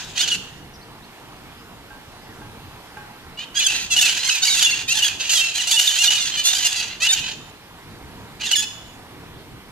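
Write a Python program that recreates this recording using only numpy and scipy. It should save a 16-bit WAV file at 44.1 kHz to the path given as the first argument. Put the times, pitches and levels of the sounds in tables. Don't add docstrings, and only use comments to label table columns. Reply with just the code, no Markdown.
import sys
import numpy as np
from scipy import signal
from scipy.fft import rfft, irfft, next_fast_len
from scipy.io import wavfile
from scipy.ndimage import uniform_filter1d, map_coordinates

SR = 44100
rng = np.random.default_rng(int(sys.argv[2]) if len(sys.argv) > 2 else 0)


def convert_level_to_amplitude(level_db):
    exponent = np.asarray(level_db, float) / 20
    return 10 ** exponent


def store_wav(level_fs):
    pcm = np.round(np.clip(np.atleast_2d(level_fs), -1, 1) * 32767)
    wavfile.write(sys.argv[1], SR, pcm.T.astype(np.int16))


N = 428211


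def unit(x):
    return x / np.sqrt(np.mean(x ** 2) + 1e-20)


def along(points, hz):
    f, v = np.transpose(points)
    return np.interp(np.log(hz + 1), np.log(f + 1), v)


def curves(rows):
    s, *cols = np.transpose(rows)
    return [np.interp(np.arange(N) / SR, s, c) for c in cols]


def wobble(rate, size=N):
    knots = rng.standard_normal(int(size * rate / SR) + 4)
    return map_coordinates(knots, [np.arange(size) * rate / SR])


def filtered(x, response):
    m = next_fast_len(x.shape[-1] + 4096)
    return irfft(rfft(x, m) * response(np.fft.rfftfreq(m, 1 / SR)), m)[..., :x.shape[-1]]


def swell(t, length, rise, fall):
    return np.clip(np.minimum(t / rise, (length - t) / fall), 0, 1) ** 0.8


# (frequency [Hz], left-right likeness [0-1])
LIKENESS = [(60, 0.85), (200, 0.91), (600, 0.7), (1600, 1), (5000, 0.1)]


def rush(spectrum, lag, patchy_db):
    z = signal.stft(rng.standard_normal((2, N)), nperseg=512)[2]
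    field = uniform_filter1d(rng.standard_normal(z.shape[1:]), 6, 0)
    patches = unit(uniform_filter1d(field, 14, 1))
    pair = signal.istft(z * convert_level_to_amplitude(patchy_db * patches), nperseg=512)[1][:, :N]

    def turn(hz):
        return np.arccos(np.clip(along(LIKENESS, hz), -1, 1)) / 2

    mid, side = filtered(pair, lambda hz: convert_level_to_amplitude(along(spectrum, hz)) * [np.cos(turn(hz)), np.sin(turn(hz))])
    left = filtered(mid + side, lambda hz: np.exp(-2j * np.pi * hz * lag))
    return unit(np.array([left, mid - side]))


# (time [s], level [dB])
TRAFFIC = [
    (0.0, -41),
    (0.65, -46.5),
    (5.38, -44.5),
    (5.9, -49.5),
    (6.16, -45.5),
    (9.71, -43),
]
# (frequency [Hz], density [dB per Hz])
RUMBLE_TONE = [(12, -21), (20, -2.5), (125, 1), (151, 1), (182, -1), (357, -4.5), (500, -7), (650, -103),
               (1100, -120)]
# (frequency [Hz], density [dB per Hz])
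AIR_TONE = [(150, -41), (250, -9.5), (447, -13), (685, -7), (947, -5.5), (1200, -9), (3590, -14.5),
            (6980, -24.5), (12700, -25), (14800, -21.5)]


def town():
    lag_s = 5 / SR
    rumble = convert_level_to_amplitude(curves(TRAFFIC)[0] + 1.2 * wobble(3)) * rush(RUMBLE_TONE, lag_s, patchy_db=2)
    hiss = convert_level_to_amplitude(-44.0 + 0.66 * wobble(1.51)) * rush(AIR_TONE, lag_s, patchy_db=1.4)
    return rumble * convert_level_to_amplitude([[-.3], [.3]]) + hiss * convert_level_to_amplitude([[-1], [1]])


# (frequency [Hz], density [dB per Hz])
THROAT_TONE = [(500, -28.5), (750, -11), (1200, -14.5), (1600, -5), (2200, -11.5), (2700, 0), (4300, -3.5),
               (5500, -8.5), (6700, -4), (8000, -14.5), (9600, -24), (11000, -19), (12700, -33),
               (14000, -23)]


def earlier_call():
    t = np.arange(N) / SR
    return convert_level_to_amplitude(-32.0 - 60 * t / 1.04 + 1.4 * wobble(45)) * rush(THROAT_TONE, 0, patchy_db=2.5)


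# (time [s], pitch [Hz], level [dB], roughness [0 to about 1.2])
WHISTLE_NOTES = [(3.675, 2720, -22.5, 0.8), (3.976, 2930, -14, 0.83), (4.028, 2710, -16, 0.67),
                 (4.062, 2590, -19.5, 1.2), (4.636, 3544, -15, 0.48), (4.664, 2828, -19.5, 0.6),
                 (4.724, 2735, -21.5, 0.24), (4.988, 3110, -15, 0.93), (5.024, 2908, -16, 0.54),
                 (5.411, 2750, -20.5, 0.58), (5.583, 3060, -23, 0.8), (5.72, 3440, -14.5, 0.86),
                 (5.767, 2934, -16, 0.3), (5.874, 3600, -14, 0.69), (5.897, 2995, -18, 0.85),
                 (5.925, 3003, -19, 0.9), (6.079, 2880, -15.5, 0.1), (6.104, 2925, -18.5, 1.17),
                 (6.733, 2747, -28.5, 1.15), (7.069, 3010, -20, 0.6), (7.14, 2920, -25.5, 1.23),
                 (8.418, 2960, -27.5, 1.07), (8.526, 3043, -16, 0.02)]
# (time [s], pitch [Hz], level [dB], roughness [0 to about 1.2])
SQUEAL_NOTES = [(.226, 1805, -20.5, 0.66), (.25, 1482, -31, 1.2), (.292, 1600, -29, 0.94),
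                (.303, 1910, -21, .4), (.315, 1480, -19.5, 0.56), (.342, 1433, -20, 1.07),
                (3.553, 1403, -21.5, 0.63), (3.567, 1682, -18.5, 0.46), (3.641, 1783, -19.5, 0.1),
                (3.665, 1665, -12, 0.2), (3.992, 1815, -15, 0.4), (4.271, 1122, -20.5, 0.6),
                (4.301, 1330, -19, 0.63), (4.477, 2365, -20, 0.87), (4.71, 2200, -21.5, 0.6),
                (5.038, 1741, -18, 0.84), (5.458, 1387, -25.5, 0.59), (5.608, 2260, -21.5, 0.77),
                (6.674, 1778, -25, 0.92), (7.086, 1893, -16.5, 0.47), (8.405, 1210, -31, 1.17),
                (8.46, 1430, -20.5, 1.05), (8.472, 1930, -27, 0.6), (8.512, 1534, -16.5, 1.23),
                (8.545, 2474, -26.5, 0.54), (8.611, 1691, -29, .3), (5.623, 1680, -19.5, 0.46),
                (4.288, 1760, -20, 0.44), (8.556, 1801, -16.5, 0.19), (8.575, 1691, -17.5, .35)]
# (time [s], pitch [Hz], level [dB], roughness [0 to about 1.2])
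YELP_NOTES = [
    (4.206, 1060, -25, 1.23),
    (4.244, 1009, -22, 0.7),
    (5.002, 846, -27, 1),
    (5.085, 838, -30.5, 1.2),
    (5.628, 980, -27, 1),
    (6.171, 1193, -22.5, 0.95),
    (6.322, 1016, -26, 0.74),
    (6.591, 977, -21, 1.15),
    (6.899, 670, -33.5, 0.92),
    (8.622, 838, -21, 0.68),
]
# (time [s], pitch [Hz], level [dB], roughness [0 to about 1.2])
RASP_NOTES = [(.213, 726, -17.5, 0.46), (.275, 722, -20.5, 1.16), (3.603, 666, -21, 0.3),
              (3.745, 646, -24, 1.07), (3.912, 722, -17, 0.1), (3.948, 635, -26.5, 1.1),
              (3.964, 708, -15, 0.54), (4.004, 717, -16, 0.63), (4.08, 735, -20.5, 1.15),
              (4.391, 665, -30, 1.23), (4.569, 663, -20, 0.5), (4.603, 885, -18.5, 1.1),
              (4.626, 731, -14.5, 0.8), (4.9, 638, -17.5, 0.1), (4.952, 840, -20, 0.47),
              (5.305, 688, -17, 0.98), (5.548, 744, -21, 0.93), (5.672, 681, -19.5, 0.63),
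              (5.734, 873, -16.5, 0.65), (5.786, 724, -16, 0.86), (5.985, 659, -17.5, 0.31),
              (6.033, 887, -16, 0.68), (6.548, 729, -20, 0.62), (6.646, 687, -17, 0.67),
              (6.76, 700, -22.5, .5), (6.812, 653.6, -27.5, 0.99), (7.019, 630, -18, 0.08),
              (7.041, 669, -18.5, 0.8), (7.119, 750, -13, 0.43), (8.442, 662, -23, 0.3)]
# (time [s], pitch [Hz], level [dB], roughness [0 to about 1.2])
GRATE_NOTES = [(.163, 587, -23.5, 0.74), (.191, 681, -18.5, 0.66), (3.381, 555, -31, .15),
               (3.591, 700, -15, 0.3), (3.613, 591, -21.5, 0.88), (4.05, 686, -17.5, 0.6),
               (4.191, 920, -25, 0.54), (4.421, 698, -17.5, 0.1), (4.451, 968, -18, 1.03),
               (4.499, 799, -16, 0.54), (4.593, 683, -16, 0.6), (4.744, 535, -26, 1.05),
               (4.888, 601, -16, 0.1), (4.934, 701, -25.5, 0.75), (5.199, 506, -25, 0.73),
               (5.295, 583, -17.5, .35), (5.353, 714, -15.5, 0.03), (5.377, 620, -16.5, .45),
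               (5.706, 750, -16, 1.1), (5.974, 610, -17, 0.67), (6.051, 710, -17, 0.66),
               (6.203, 727, -20.5, 0.42), (6.307, 598, -29.5, .63), (6.37, 593, -23.5, 0.29),
               (6.448, 679, -14.5, .45), (6.486, 708, -18, 1), (6.718, 670, -23, 1.1),
               (7.009, 583, -24, 0.27), (7.213, 484, -32, .7), (7.24, 510, -28.5, .83)]
SILENCES = [
    .35,
    3.441,
    3.862,
    4.831,
    5.161,
    5.529,
    6.43,
    6.959,
    7.341,
    8.632,
]
GLIDES = [(-0.017, 0.0454), (-0.0736, 0.267), (0.052, 0.054), (.03, 0.11), (.02, .12)]
LEAP = .33
ATTACK_S, FRESH_ATTACK_S = .0051, .022
RELEASE_S, LAST_RELEASE_S = 0.0048, 0.031
FRESH_RISE = 0.1217


def phrases():
    kinds = [WHISTLE_NOTES, SQUEAL_NOTES, YELP_NOTES, RASP_NOTES, GRATE_NOTES]
    notes = sorted(tuple(row) + (picked,) for picked, kind in enumerate(kinds, 1) for row in kind)
    followers = notes[1:] + [(np.inf, 1, 1)]
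    out, fresh = [], True
    for (s, hz, db, rough, picked), (next_s, next_hz, *_, then) in zip(notes, followers):
        rest = min(r for r in SILENCES if r > s)
        last = rest < next_s
        drift, reach = GLIDES[picked - 1]
        step = np.log(next_hz / hz)
        if abs(step) < LEAP and next_s < rest and (then > 1 or picked == 1):
            slide = np.clip(step, -reach, reach)
        else:
            slide = drift + fresh * FRESH_RISE
        attack = FRESH_ATTACK_S if fresh else ATTACK_S
        release = LAST_RELEASE_S if last else RELEASE_S
        start = s - (attack - ATTACK_S) / 2
        stop = min(next_s, rest + LAST_RELEASE_S / 2)
        out.append((start, stop, attack, release, hz, hz * np.exp(slide), db, rough, picked))
        fresh = last
    return out


# (time [s], treble tilt [dB per octave])
BEAK_OPENING = [(.2, -1.5), (3.4, -2.5), (3.7, 0), (4.1, -1), (4.45, 0), (4.8, -0.5), (5.2, 0), (5.56, 1),
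                (5.8, 1), (6.2, -1), (6.5, 1), (6.75, 1), (6.9, -4.5), (7.1, -1), (8.45, -0.5), (8.6, 1.5)]
HOLD_S, FADE_DB_PER_S, FRAY_PER_S = 0.021, 90, 14
WARBLE = .024
SLIDE_BEND = 0.655


def parakeets():
    open_db = curves(BEAK_OPENING)[0]
    voice, breath = np.zeros((2, N)), rng.standard_normal(N)
    flutter, shimmer, warble = wobble(160), wobble(140), wobble(65)
    notes = phrases()
    feeds = rng.standard_normal((len(notes), 40))
    for (s, stop, attack, release, from_hz, to_hz, db, rough, picked), feed in zip(notes, feeds):
        at = np.arange(round(s * SR) - 110, round(stop * SR) + 110)
        t = (at - at[0]) / SR
        tired_s = np.maximum(t - HOLD_S, 0)
        rough = np.clip(rough + FRAY_PER_S * tired_s, 0, 1.2)
        bright = open_db[at[0]] + 0.52 * (db + 27.5)
        tune_hz = picked * (from_hz + to_hz) / 2

        def colour(hz):
            return convert_level_to_amplitude(along(THROAT_TONE, hz) + bright * np.log2(np.maximum(hz, 3000) / 3000))

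        def tuned(hz, centre):
            return 1 + 1.37 / (1 + ((hz - centre) / 220) ** 2)

        glide = from_hz + (to_hz - from_hz) * (t / t[-1]) ** SLIDE_BEND
        pitch = glide * (1 + (.002 + .01 * rough ** 2) * flutter[at] + WARBLE * rough * warble[at])
        turns = np.cumsum(pitch) / SR
        order = np.arange(1, int(15000 / max(from_hz, to_hz)))[:, None]
        strength = colour(order * pitch) * tuned(order * pitch, tune_hz * glide / glide.mean())
        purity_db = -9 * (order > 1) * (from_hz > 2300)
        strength = strength * convert_level_to_amplitude(2.3 * feed[order] + purity_db - 4.5 * (order * from_hz < 2200))
        tone = np.sum(strength * np.cos(2 * np.pi * order * turns + .25 * order ** 2), 0)
        puffs = breath[at] * (1 + 0.63 * np.cos(2 * np.pi * turns))
        puffs = filtered(puffs, lambda hz: colour(hz) * np.sqrt(tuned(hz, tune_hz)))
        share = .04 + .45 * rough ** 2
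        mix = np.sqrt(1 - share) * unit(tone) + np.sqrt(share) * unit(puffs)
        level = convert_level_to_amplitude(db - FADE_DB_PER_S * tired_s + (1.7 + 0.72 * rough) * shimmer[at])
        note = level * swell(t, t[-1], attack, release) * mix
        voice[0, at + round(1.3 * feed[0])] += note
        voice[1, at] += note
    return voice


# (delay [s], left level [dB], right level [dB])
WALL_ECHOES = [(.0004, -6, -10), (.0021, -8, -10), (.0057, -10, -12), (.014, -13, -13), (.31, -34, -34)]
# (frequency [Hz], t60 [s])
YARD_DECAY = [(1000, .7), (3000, .68), (7000, .62), (12000, .4)]


def yard(x, wet_db):
    hz, t, z = signal.stft(rng.standard_normal((2, SR)), SR, nperseg=256)
    decay = convert_level_to_amplitude(-60 * t / along(YARD_DECAY, hz)[:, None])
    tail = signal.istft(z * decay, SR, nperseg=256)[1]
    answer = convert_level_to_amplitude(wet_db) * np.pad(tail / np.linalg.norm(tail[0]), ((0, 0), (500, 0)))
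    for delay, left_db, right_db in WALL_ECHOES:
        answer[0, round(delay * SR)] += convert_level_to_amplitude(left_db)
        answer[1, round(delay * 1.17 * SR)] += convert_level_to_amplitude(right_db)
    return signal.fftconvolve(x[None], answer, axes=1)[:, :N]


# (time [s], start [Hz], middle [Hz], end [Hz], level [dB])
SMALL_BIRDS = [
    (.73, 5760, 5740, 5500, -52),
    (.735, 4880, 5070, 5100, -50),
    (.81, 3930, 4460, 4850, -52),
    (.975, 5000, 3600, 3500, -57),
    (1.02, 3600, 4070, 4800, -50),
    (1.58, 4940, 5080, 4930, -55),
    (2.22, 5040, 5000, 5300, -56),
]
CHIRP_S = .037


def songbirds():
    out, t = np.zeros(N), np.arange(round(CHIRP_S * SR)) / SR
    shape = swell(t, CHIRP_S, 0.0067, 0.0088)
    for s, *glide_hz, db in SMALL_BIRDS:
        pitch = np.polyval(np.polyfit([0, CHIRP_S / 2, CHIRP_S], glide_hz, 2), t)
        out[round(s * SR):][:len(t)] += convert_level_to_amplitude(db) * shape * np.sin(2 * np.pi * np.cumsum(pitch) / SR)
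    return out


# (time [s], peak level [dB], crack level [dB])
HAMMER_BLOWS = [
    (1.473, -31, -6),
    (1.905, -24, -6),
    (2.416, -23, -2),
    (2.969, -18, 2),
]
# (frequency [Hz], level [dB], t60 [s])
STEEL_MODES = [(838, -1, 0.31), (1586, 1.5, 0.11), (1105, -7, 0.13), (1400, -6, 0.07)]


def hammer():
    out, t = np.zeros(N), np.arange(SR // 2) / SR
    for s, db, crack_db in HAMMER_BLOWS:
        ring = np.zeros(len(t))
        for hz, level, t60 in STEEL_MODES:
            ring += convert_level_to_amplitude(level + rng.normal(0, 1.5) - 60 * t / t60) * np.sin(2 * np.pi * hz * t)
        crack = rng.standard_normal(len(t)) * convert_level_to_amplitude(crack_db - 60 * t / .06)
        crack = filtered(crack, lambda hz: 1 / (1 + (hz / 2500) ** 2))
        out[round(s * SR):][:len(t)] += convert_level_to_amplitude(db - 14.5) * (ring * (1 - np.exp(-t / 0.00066)) + crack)
    return out


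DUCK = 4.5


def scene():
    late, birds = parakeets()
    far = hammer() + songbirds()
    shaded = filtered(late, lambda hz: convert_level_to_amplitude(-1.93) / np.abs(1 + 1j * hz / 11000))
    echoes = yard(birds, wet_db=-10) * convert_level_to_amplitude([[-1.2], [1.2]])
    near = np.array([shaded, convert_level_to_amplitude(2.0) * birds]) + echoes
    ducked_town = town() / (1 + DUCK * uniform_filter1d(np.abs(birds), 3000))
    return near + far + yard(far, wet_db=-4) + earlier_call() + ducked_town


def band_limit(x):
    return signal.sosfilt(signal.butter(12, 15180, fs=SR, output="sos"), x)


def record(dry):
    bent = dry / (1 + np.abs(dry) ** 4) ** .25
    kept = filtered(bent, lambda hz: hz < 14250)
    return band_limit(kept)


dry = scene()
out = record(dry)
store_wav(out)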